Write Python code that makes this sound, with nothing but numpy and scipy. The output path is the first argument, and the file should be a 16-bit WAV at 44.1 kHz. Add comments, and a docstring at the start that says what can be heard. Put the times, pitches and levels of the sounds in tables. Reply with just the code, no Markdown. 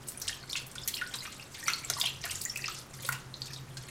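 """At a steel sink in a small room, a soaked skein is turned hand over hand above a bowl of water.
Drops running off it slap the surface and trap bubbles: sines that ring, fade and climb in pitch.
Slaps are bursts of noise followed by sprays of tiny bubbles; three layers of patter follow the runoff.
Noise-like reflections and ringing steel modes answer the water. Soft booms, steady room air
and a low hum, wavered by a narrow band of noise, lie beneath."""
import sys
import numpy as np
from scipy import signal
from scipy.fft import rfft, irfft
from scipy.io import wavfile

SR = 44100
rng = np.random.default_rng(int(sys.argv[2]) if len(sys.argv) > 2 else 0)


def wav_out(sig):
    """Save sig, one row per channel (or a flat mono array), as 16-bit PCM at SR to the path in sys.argv[1]."""
    wavfile.write(sys.argv[1], SR, np.round(np.clip(np.atleast_2d(sig).T, -1, 1) * 32767).astype(np.int16))


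N = 171990  # length in samples


def undb(db):
    """Decibels to gain."""
    return 10 ** (np.asarray(db) / 20)


def unit(x):
    """Scale to rms 1."""
    return x / np.sqrt(np.mean(x ** 2) + 1e-18)


def add(out, start_s, sound):
    """Mix a sound in at a time, cut off at the end of the output."""
    i = int(np.clip(start_s * SR, 0, len(out)))
    out[i:i + len(sound)] += sound[:len(out) - i]


def curve(points):
    """Gain over time, straight in dB between (seconds, dB) points."""
    times, levels_db = np.array(points).T
    return undb(np.interp(np.arange(N) / SR, times, levels_db))


def noise(gain_at):
    """Noise of rms 1, shaped by a gain at each frequency."""
    freqs = np.arange(N // 2 + 1) * SR / N + 1e-9  # just above zero, so a logarithm is safe
    spectrum = rfft(rng.standard_normal(N)) * gain_at(freqs)
    return unit(irfft(spectrum, N))


def ring(hz, cycles):
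    """A bubble: a sine that swells, fades and climbs in pitch as it nears the surface."""
    onset_cycles = 0.7
    rise, rise_ref_hz = 0.059, 2740  # share of pitch gained per life; lower bubbles climb less
    life = cycles / hz  # seconds to fade to 1/e
    t = np.arange(int(7 * life * SR) + 2) / SR
    swell = (1 - np.exp(-t * hz / onset_cycles)) ** 2
    climb = rise * np.sqrt(min(hz / rise_ref_hz, 1)) * t / life
    phase = 2 * np.pi * hz * t * (1 + climb / 2)  # half, because pitch is the slope of phase
    return swell * np.exp(-t / life) * np.sin(phase)


def grains(times, gains, length, hz, octaves, cycles, scatter_db):
    """A cloud of tiny bubbles of scattered pitch, strength and ring time."""
    out = np.zeros(length)
    chance = np.clip(rng.standard_normal((len(times), 3)), -2, 2)
    centres = np.broadcast_to(hz, len(times))
    for start, gain, centre, (pitch, strength, damping) in zip(times, gains, centres, chance):
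        f = centre * 2 ** (octaves * pitch)
        f = min(f, 14000 ** 2 / f)  # pitches above 14 kHz fold back down
        tilt = (f / centre) ** 0.93  # higher than the centre is louder
        bubble = ring(f, cycles * np.exp(0.3 * damping))
        add(out, start, gain * undb(scatter_db * strength) * tilt * bubble)
    return out


def crack(hz):
    """Water meets water: a burst of broad noise that fades in about a millisecond."""
    fade_s, span = 0.00093, 1.95  # time to 1/e; the band reaches this factor either side of the centre
    t = np.arange(SR // 50) / SR
    edges = [hz / span, min(hz * span, 0.45 * SR)]
    band = signal.butter(1, edges, "band", fs=SR, output="sos")
    burst = signal.sosfilt(band, rng.standard_normal(len(t)) * np.exp(-t / fade_s))
    return burst * np.sqrt(fade_s * SR / 2 / np.sum(burst ** 2))  # same energy at every centre


def bubbles(count=8):
    """Each drop ticks on the water and traps a ringing bubble, with smaller ones torn off around it."""
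    # Drops that trap a bubble. Each row: start in seconds, pitch in Hz, level in dB, fade to 1/e in cycles.
    ringing_drops = [(0.086, 7670, -22.5, 7.8), (.174, 9160, -26.5, 14), (0.216, 6260, -30, 8.1),
                     (0.2783, 2900, -20.5, 4.8), (.2805, 3550, -20.5, 4.4), (0.293, 1703, -23.5, 4.4),
                     (0.328, 3000, -27, 7), (0.364, 3030, -39, 7.3), (0.428, 4240, -36.5, 12),
                     (0.435, 1420, -39.5, 5.8), (0.498, 4220, -27.5, 13), (0.509, 5080, -27, 7.2),
                     (0.521, 6800, -30, 11), (0.53, 3440, -21.5, 9.6), (.553, 1350, -28.5, 2.2),
                     (0.554, 2595, -22.5, 12), (0.557, 2080, -28, 5.1), (0.573, 3160, -27, 10),
                     (.757, 1430, -36.5, 6.6), (0.781, 3370, -27, 11), (0.834, 4913, -31, 12),
                     (0.9384, 3110, -23.5, 5.9), (0.941, 4030, -20.5, 6.5), (.967, 2860, -20.5, 2.6),
                     (0.978, 2640, -34, 15), (1.0125, 1714, -22, 5), (1.017, 1425, -26, 15.7),
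                     (1.139, 3750, -27, 16), (1.186, 4700, -31, 23.4), (1.205, 3882, -29, 11.4),
                     (1.222, 1990, -39, 9.2), (1.253, 1260, -33.5, 4), (1.256, 2354, -40, 37),
                     (1.274, 1216, -35.5, 8.4), (1.396, 2610, -33, 9.4), (1.627, 1792, -36.5, 18),
                     (1.658, 4420, -36, 26), (1.664, 2190, -33, 8.4), (1.679, 1280, -20, 8.9),
                     (1.680, 2030, -21, 6.3), (1.68, 5640, -18, 16), (1.697, 1650, -29.5, 3.3),
                     (1.702, 2530, -28, 10), (1.724, 1282, -33, 9.7), (1.734, 4180, -14.5, 6.5),
                     (1.789, 9400, -37, 16), (1.847, 7230, -26, 14.5), (1.936, 4810, -17.5, 4.9),
                     (1.966, 1078, -29.5, 5.9), (1.983, 953, -32.5, 7), (2.0127, 3340, -9.5, 4.4),
                     (2.039, 2850, -23, 12), (2.055, 3130, -21, 6.2), (2.0588, 3116, -18.5, 13),
                     (2.07, 3800, -17, 4.5), (2.072, 2655, -23.5, 9.7), (2.153, 2800, -39.5, 17),
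                     (2.214, 5560, -28.5, 4.8), (2.246, 2110, -34.5, 8), (2.258, 1690, -31, 9.2),
                     (2.263, 1376, -32, 4.54), (2.355, 7000, -20, 5.9), (2.457, 1850, -32, 9.5),
                     (2.413, 4550, -28, 7.4), (2.451, 6805, -18.5, 13), (2.496, 5340, -28, 42),
                     (2.5588, 2480, -21, 6), (2.620, 4520, -28.5, 7), (2.641, 2550, -22.5, 9),
                     (2.644, 1890, -32.5, 7.7), (2.658, 4850, -22, 7.5), (2.682, 1245, -27.5, 10.7),
                     (3.041, 540, -40, 8.3), (3.089, 1350, -11.5, 2.65), (3.149, 2640, -26.5, 4.3),
                     (3.34, 3880, -25.5, 6.2), (3.418, 4350, -15.5, 3.8), (3.468, 3480, -37, 10),
                     (3.503, 1701, -41, 10.3), (3.541, 4680, -28, 5.4), (3.561, 3630, -33.5, 12),
                     (3.768, 1540, -40.5, 9.8)]
    tick_db, trap_s = -3, 0.0008  # tick relative to its bubble; the bubble forms this long after it
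    satellite_db, satellite_s = -11.5, 0.006  # relative to the bubble; time they are spread over
    satellite_ratio, satellite_octaves, satellite_cycles = 1.197, 0.377, 2.2
    out = np.zeros(N)
    for start, hz, db, cycles in ringing_drops:
        times = (np.arange(count) + rng.random(count)) / count * satellite_s
        satellites = grains(times, np.exp(-times / satellite_s), SR // 10, hz * satellite_ratio,
                            satellite_octaves, satellite_cycles, scatter_db=-7)
        add(out, start + trap_s, undb(db) * ring(hz, cycles))
        add(out, start, undb(db + satellite_db) * satellites)
        add(out, start, undb(db + tick_db) * ring(hz=6500, cycles=0.3))
    return out


def splashes(count=200):
    """Each slap of falling water cracks and throws up a dense spray of bubbles that dies away."""
    # Slaps that break into spray. Each row: start in seconds, level in dB, centre in Hz, fade in seconds.
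    slaps = [(.069, -43.5, 9700, 0.037), (.084, -35.5, 9100, 0.0096), (0.199, -37, 9400, 0.0025),
             (0.216, -31.5, 6400, 0.0068), (0.279, -31, 5770, 0.015), (0.494, -41.5, 7360, 0.0059),
             (0.529, -37, 5470, 0.0039), (0.562, -31, 4520, 0.01), (.665, -44.5, 10900, 0.014),
             (0.715, -43.5, 5950, 0.0043), (0.754, -38, 4800, 0.0051), (0.8762, -24, 9530, 0.0079),
             (.876, -32, 3970, 0.012), (0.941, -39, 9400, 0.023), (1.013, -35, 2310, 0.0025),
             (1.138, -33.5, 3950, 0.00844), (1.140, -39.5, 1040, 0.00871), (1.156, -36, 8950, 0.0046),
             (1.251, -38.5, 2030, 0.0091), (1.320, -45, 5550, 0.014), (1.544, -39.5, 4350, 0.01),
             (1.679, -30.5, 2220, 0.018), (1.6813, -33, 6160, 0.0065), (1.900, -21.5, 5790, 0.0023),
             (1.8983, -32.5, 1100, 0.00677), (1.998, -28.5, 6700, 0.009), (2.056, -35, 8400, 0.011),
             (2.239, -30, 3670, 0.0042), (2.239, -42.5, 760, 0.016), (2.253, -45.5, 1910, 0.03),
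             (2.254, -30.5, 8400, 0.0032), (2.308, -32, 6700, 0.011), (2.4149, -30.5, 9200, 0.005),
             (2.438, -34.5, 8900, 0.0025), (2.573, -31.5, 7730, 0.0031), (2.680, -33, 3520, 0.0099),
             (2.747, -39, 5200, 0.00603), (2.775, -42.5, 4940, 0.017), (2.934, -46.5, 5900, 0.022),
             (3.022, -40.5, 8950, 0.008), (3.048, -34, 4130, 0.0082), (3.062, -34.5, 10700, 0.0085),
             (3.089, -26.5, 12700, 0.002), (3.123, -35.5, 1850, 0.01), (3.123, -30.5, 7850, 0.0027),
             (3.457, -41.5, 6400, 0.011), (3.533, -38, 5500, 0.0061), (3.77, -36, 5250, 0.0058)]
    slap_db = -1  # opening crack relative to its spray
    least_per_s, gather = 1600, 0.059  # bubbles a second; build-up as a share of the fade
    spray_octaves, spray_cycles, spray_scatter_db = 0.53, 2, 7
    ref_hz, narrowing = 4170, 0.21  # higher sprays have a narrower spread of pitch
    out = np.zeros(N)
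    for start, db, hz, fade in slaps:
        spacing = min(1 / least_per_s, 6 * fade / count)  # short sprays are denser
        times = (np.arange(count) + rng.random(count)) * spacing
        octaves = spray_octaves * (ref_hz / hz) ** narrowing
        strength = np.exp(-times / fade) * (1 - np.exp(-times / (gather * fade)))
        spray = grains(times, strength, SR // 5, hz, octaves, spray_cycles, spray_scatter_db)
        spray *= np.sqrt(fade * SR / 2 / np.sum(spray ** 2))  # energy follows the fade time
        add(out, start, undb(db + slap_db) * crack(hz))
        add(out, start, undb(db) * spray)
    return out


def ticks():
    """Short sharp cracks of noise, some alone, some at the start of a slap or bubble."""
    # Sharp cracks. Each row: start in seconds, level in dB, centre in Hz.
    sharp_cracks = [(.120, -34.5, 10000), (.272, -32, 7500), (.956, -36, 9000), (1.675, -26.5, 6500),
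                    (1.7015, -25, 3000), (1.845, -38, 10000), (1.9005, -19.5, 5300), (2.018, -26, 3900),
                    (2.355, -36, 6500), (2.558, -30.5, 7000), (2.64, -35, 3380), (3.0896, -28.5, 2560),
                    (3.128, -26, 4600)]
    out = np.zeros(N)
    for start, db, hz in sharp_cracks:
        add(out, start, undb(db) * crack(hz))
    return out


def patter(rate, hz, octaves, cycles, scatter_db, size=3):
    """Random small drops, each a clump of bubbles of like size, as strong as the flow off the skein."""
    # Water running off the skein. Each row: time in seconds, level in dB before each layer's own level.
    flow = [(0, -57), (.1, -62), (.28, -45), (.45, -59.5), (.58, -44), (.68, -60.5), (.8, -52), (.96, -51),
            (1.08, -51.5), (1.22, -47), (1.48, -57), (1.7, -41.5), (1.86, -53), (2.03, -39), (2.18, -56.5),
            (2.3, -43.5), (2.53, -51), (2.7, -45), (2.88, -60), (3.12, -45), (3.26, -63.5), (3.5, -51.5),
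            (3.68, -63), (3.9, -49.5)]
    clump_s, clump_octaves = 0.008, 0.221
    count = int(rate * N / SR)
    chance = np.clip(rng.standard_normal((count, 2)), -2, 2)
    pitch, strength = np.repeat(chance, size, axis=0).T  # shared by a whole clump
    landings = np.repeat(rng.random(count) * N / SR, size)
    times = landings + clump_s * rng.random(count * size)
    centres = hz * 2 ** (octaves * pitch)
    drops = grains(times, undb(scatter_db * strength), N, centres, clump_octaves, cycles, scatter_db=3)
    return curve(flow) * unit(drops)


def runoff():
    """Mid-pitched droplets, a high crackle and low gurgles, all following the same flow."""
    droplets = patter(rate=130, hz=4207, octaves=0.52, cycles=6.4, scatter_db=4.5)
    crackle = patter(rate=260, hz=8430, octaves=0.47, cycles=6.9, scatter_db=2)
    gurgles = patter(rate=110, hz=1725, octaves=0.529, cycles=7.2, scatter_db=0.5)
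    return undb(-4) * droplets + undb(-4) * crackle + undb(-12.5) * gurgles


def booms():
    """The sink booms softly under the shifting load: deep sines that swell and die away."""
    # Soft booms of the sink. Each row: start in seconds, peak level in dB.
    swells = [(.22, -52), (1.889, -53), (2.269, -46)]
    boom_hz, swell_s = 94.2, 0.06  # pitch; time to the peak
    out, t = np.zeros(N), np.arange(SR // 2) / SR
    swell = (t / swell_s * np.exp(1 - t / swell_s)) ** 2
    for start, db in swells:
        add(out, start, undb(db) * swell * np.sin(2 * np.pi * boom_hz * t))
    return out


def sink_and_room(x):
    """Quick reflections off the sink walls, the ring of its steel, and the room's tail."""
    # Steel basin modes. Each row: pitch in Hz, time to fall 60 dB in seconds, relative level in dB.
    modes = [(1330, 0.47, -29), (1490, 0.25, -28), (2125, 0.1, -37), (2427, 0.5, -41), (2630, 0.042, -26)]
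    wall_db, wall_t60_s, wall_gap_s = -4.5, 0.045, 0.001737
    room_db, room_t60_s, room_treble_t60_s, room_gap_s = -8.5, 0.37, 0.2, 0.011
    steel_db = -4
    t = np.arange(int(SR * 0.6)) / SR

    def fade(t60):
        """Decay that falls 60 dB in t60 seconds."""
        return np.exp(-np.log(1000) * t / t60)

    def energy(h):
        """Scale to an energy of 1."""
        return h / np.sqrt(np.sum(h ** 2))

    near, far = rng.standard_normal((2, len(t)))
    low = signal.sosfilt(signal.butter(1, 4000, fs=SR, output="sos"), far)
    treble = 0.92 * (far - low)
    walls = energy(near * fade(wall_t60_s) * (t > wall_gap_s))
    tail = low * fade(room_t60_s) + treble * fade(room_treble_t60_s)  # treble dies sooner
    room = energy(tail * (t > room_gap_s))
    steel = sum(undb(db) * energy(fade(t60) * np.sin(2 * np.pi * hz * t)) for hz, t60, db in modes)
    response = undb(wall_db) * walls + undb(room_db) * room + undb(steel_db) * steel
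    return x + signal.fftconvolve(x, response)[:N]


def room_air():
    """Steady noise of the room's air, weaker towards the treble."""
    # Colour of the air. Each row: frequency in Hz, relative spectral level in dB.
    air_colour = [(20, -2), (50, 2.5), (80, 1), (160, 1), (300, -3), (630, -8), (1300, -8), (3000, -17),
                  (6000, -20), (11000, -25), (16000, -31)]
    hzs, dbs = np.array(air_colour).T
    return undb(-52) * noise(lambda f: undb(np.interp(np.log(f), np.log(hzs), dbs)))


def low_hum():
    """A steady sine plus narrow noise around it, which makes it waver, over fainter noisy lines."""
    # Fainter lines of the hum. Each row: centre in Hz, width at half gain in Hz, level in dB.
    faint_lines = [(97.8, 4.5, -68.5), (369.3, 18, -68.5), (555.4, 5.7, -72.5)]
    # Strongest line over time. Each row: time in seconds, level in dB.
    hum_swell = [(0, -58.5), (.4, -60), (.75, -52), (1.1, -59.5), (1.6, -61.5), (1.85, -53), (2.8, -54),
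                 (3.05, -46.5), (3.4, -50.5), (3.7, -46), (3.9, -50.5)]
    hum_hz, waver_gain, waver_hz = 131.9, 0.67, 17  # waver_hz: offset where the noise gain is half
    lines = sum(undb(db) * noise(lambda f: 1 / (1 + ((f - hz) / width * 2) ** 2))
                for hz, width, db in faint_lines)
    waver = noise(lambda f: 1 / (1 + ((f - hum_hz) / waver_hz) ** 2))
    tone = np.sin(2 * np.pi * hum_hz * np.arange(N) / SR)
    return lines + unit(tone + waver_gain * waver) * curve(hum_swell)


def scene():
    """Drops, splashes and patter sound in the sink, over booms, room air and hum."""
    water = bubbles() + splashes() + ticks() + runoff()
    water = signal.sosfilt(signal.butter(2, 313, "high", fs=SR, output="sos"), water)  # thin the lows
    return (sink_and_room(water) + booms() + room_air() + low_hum())[None]


def record(dry):
    """The microphone softens the treble and the recorder cuts the top."""
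    mic_hz, top_hz = 14800, 16000
    soft = signal.sosfilt(signal.butter(1, mic_hz, fs=SR, output="sos"), dry)
    return signal.sosfilt(signal.ellip(10, 0.2, 80, top_hz, fs=SR, output="sos"), soft)


dry = scene()
out = record(dry)
wav_out(out)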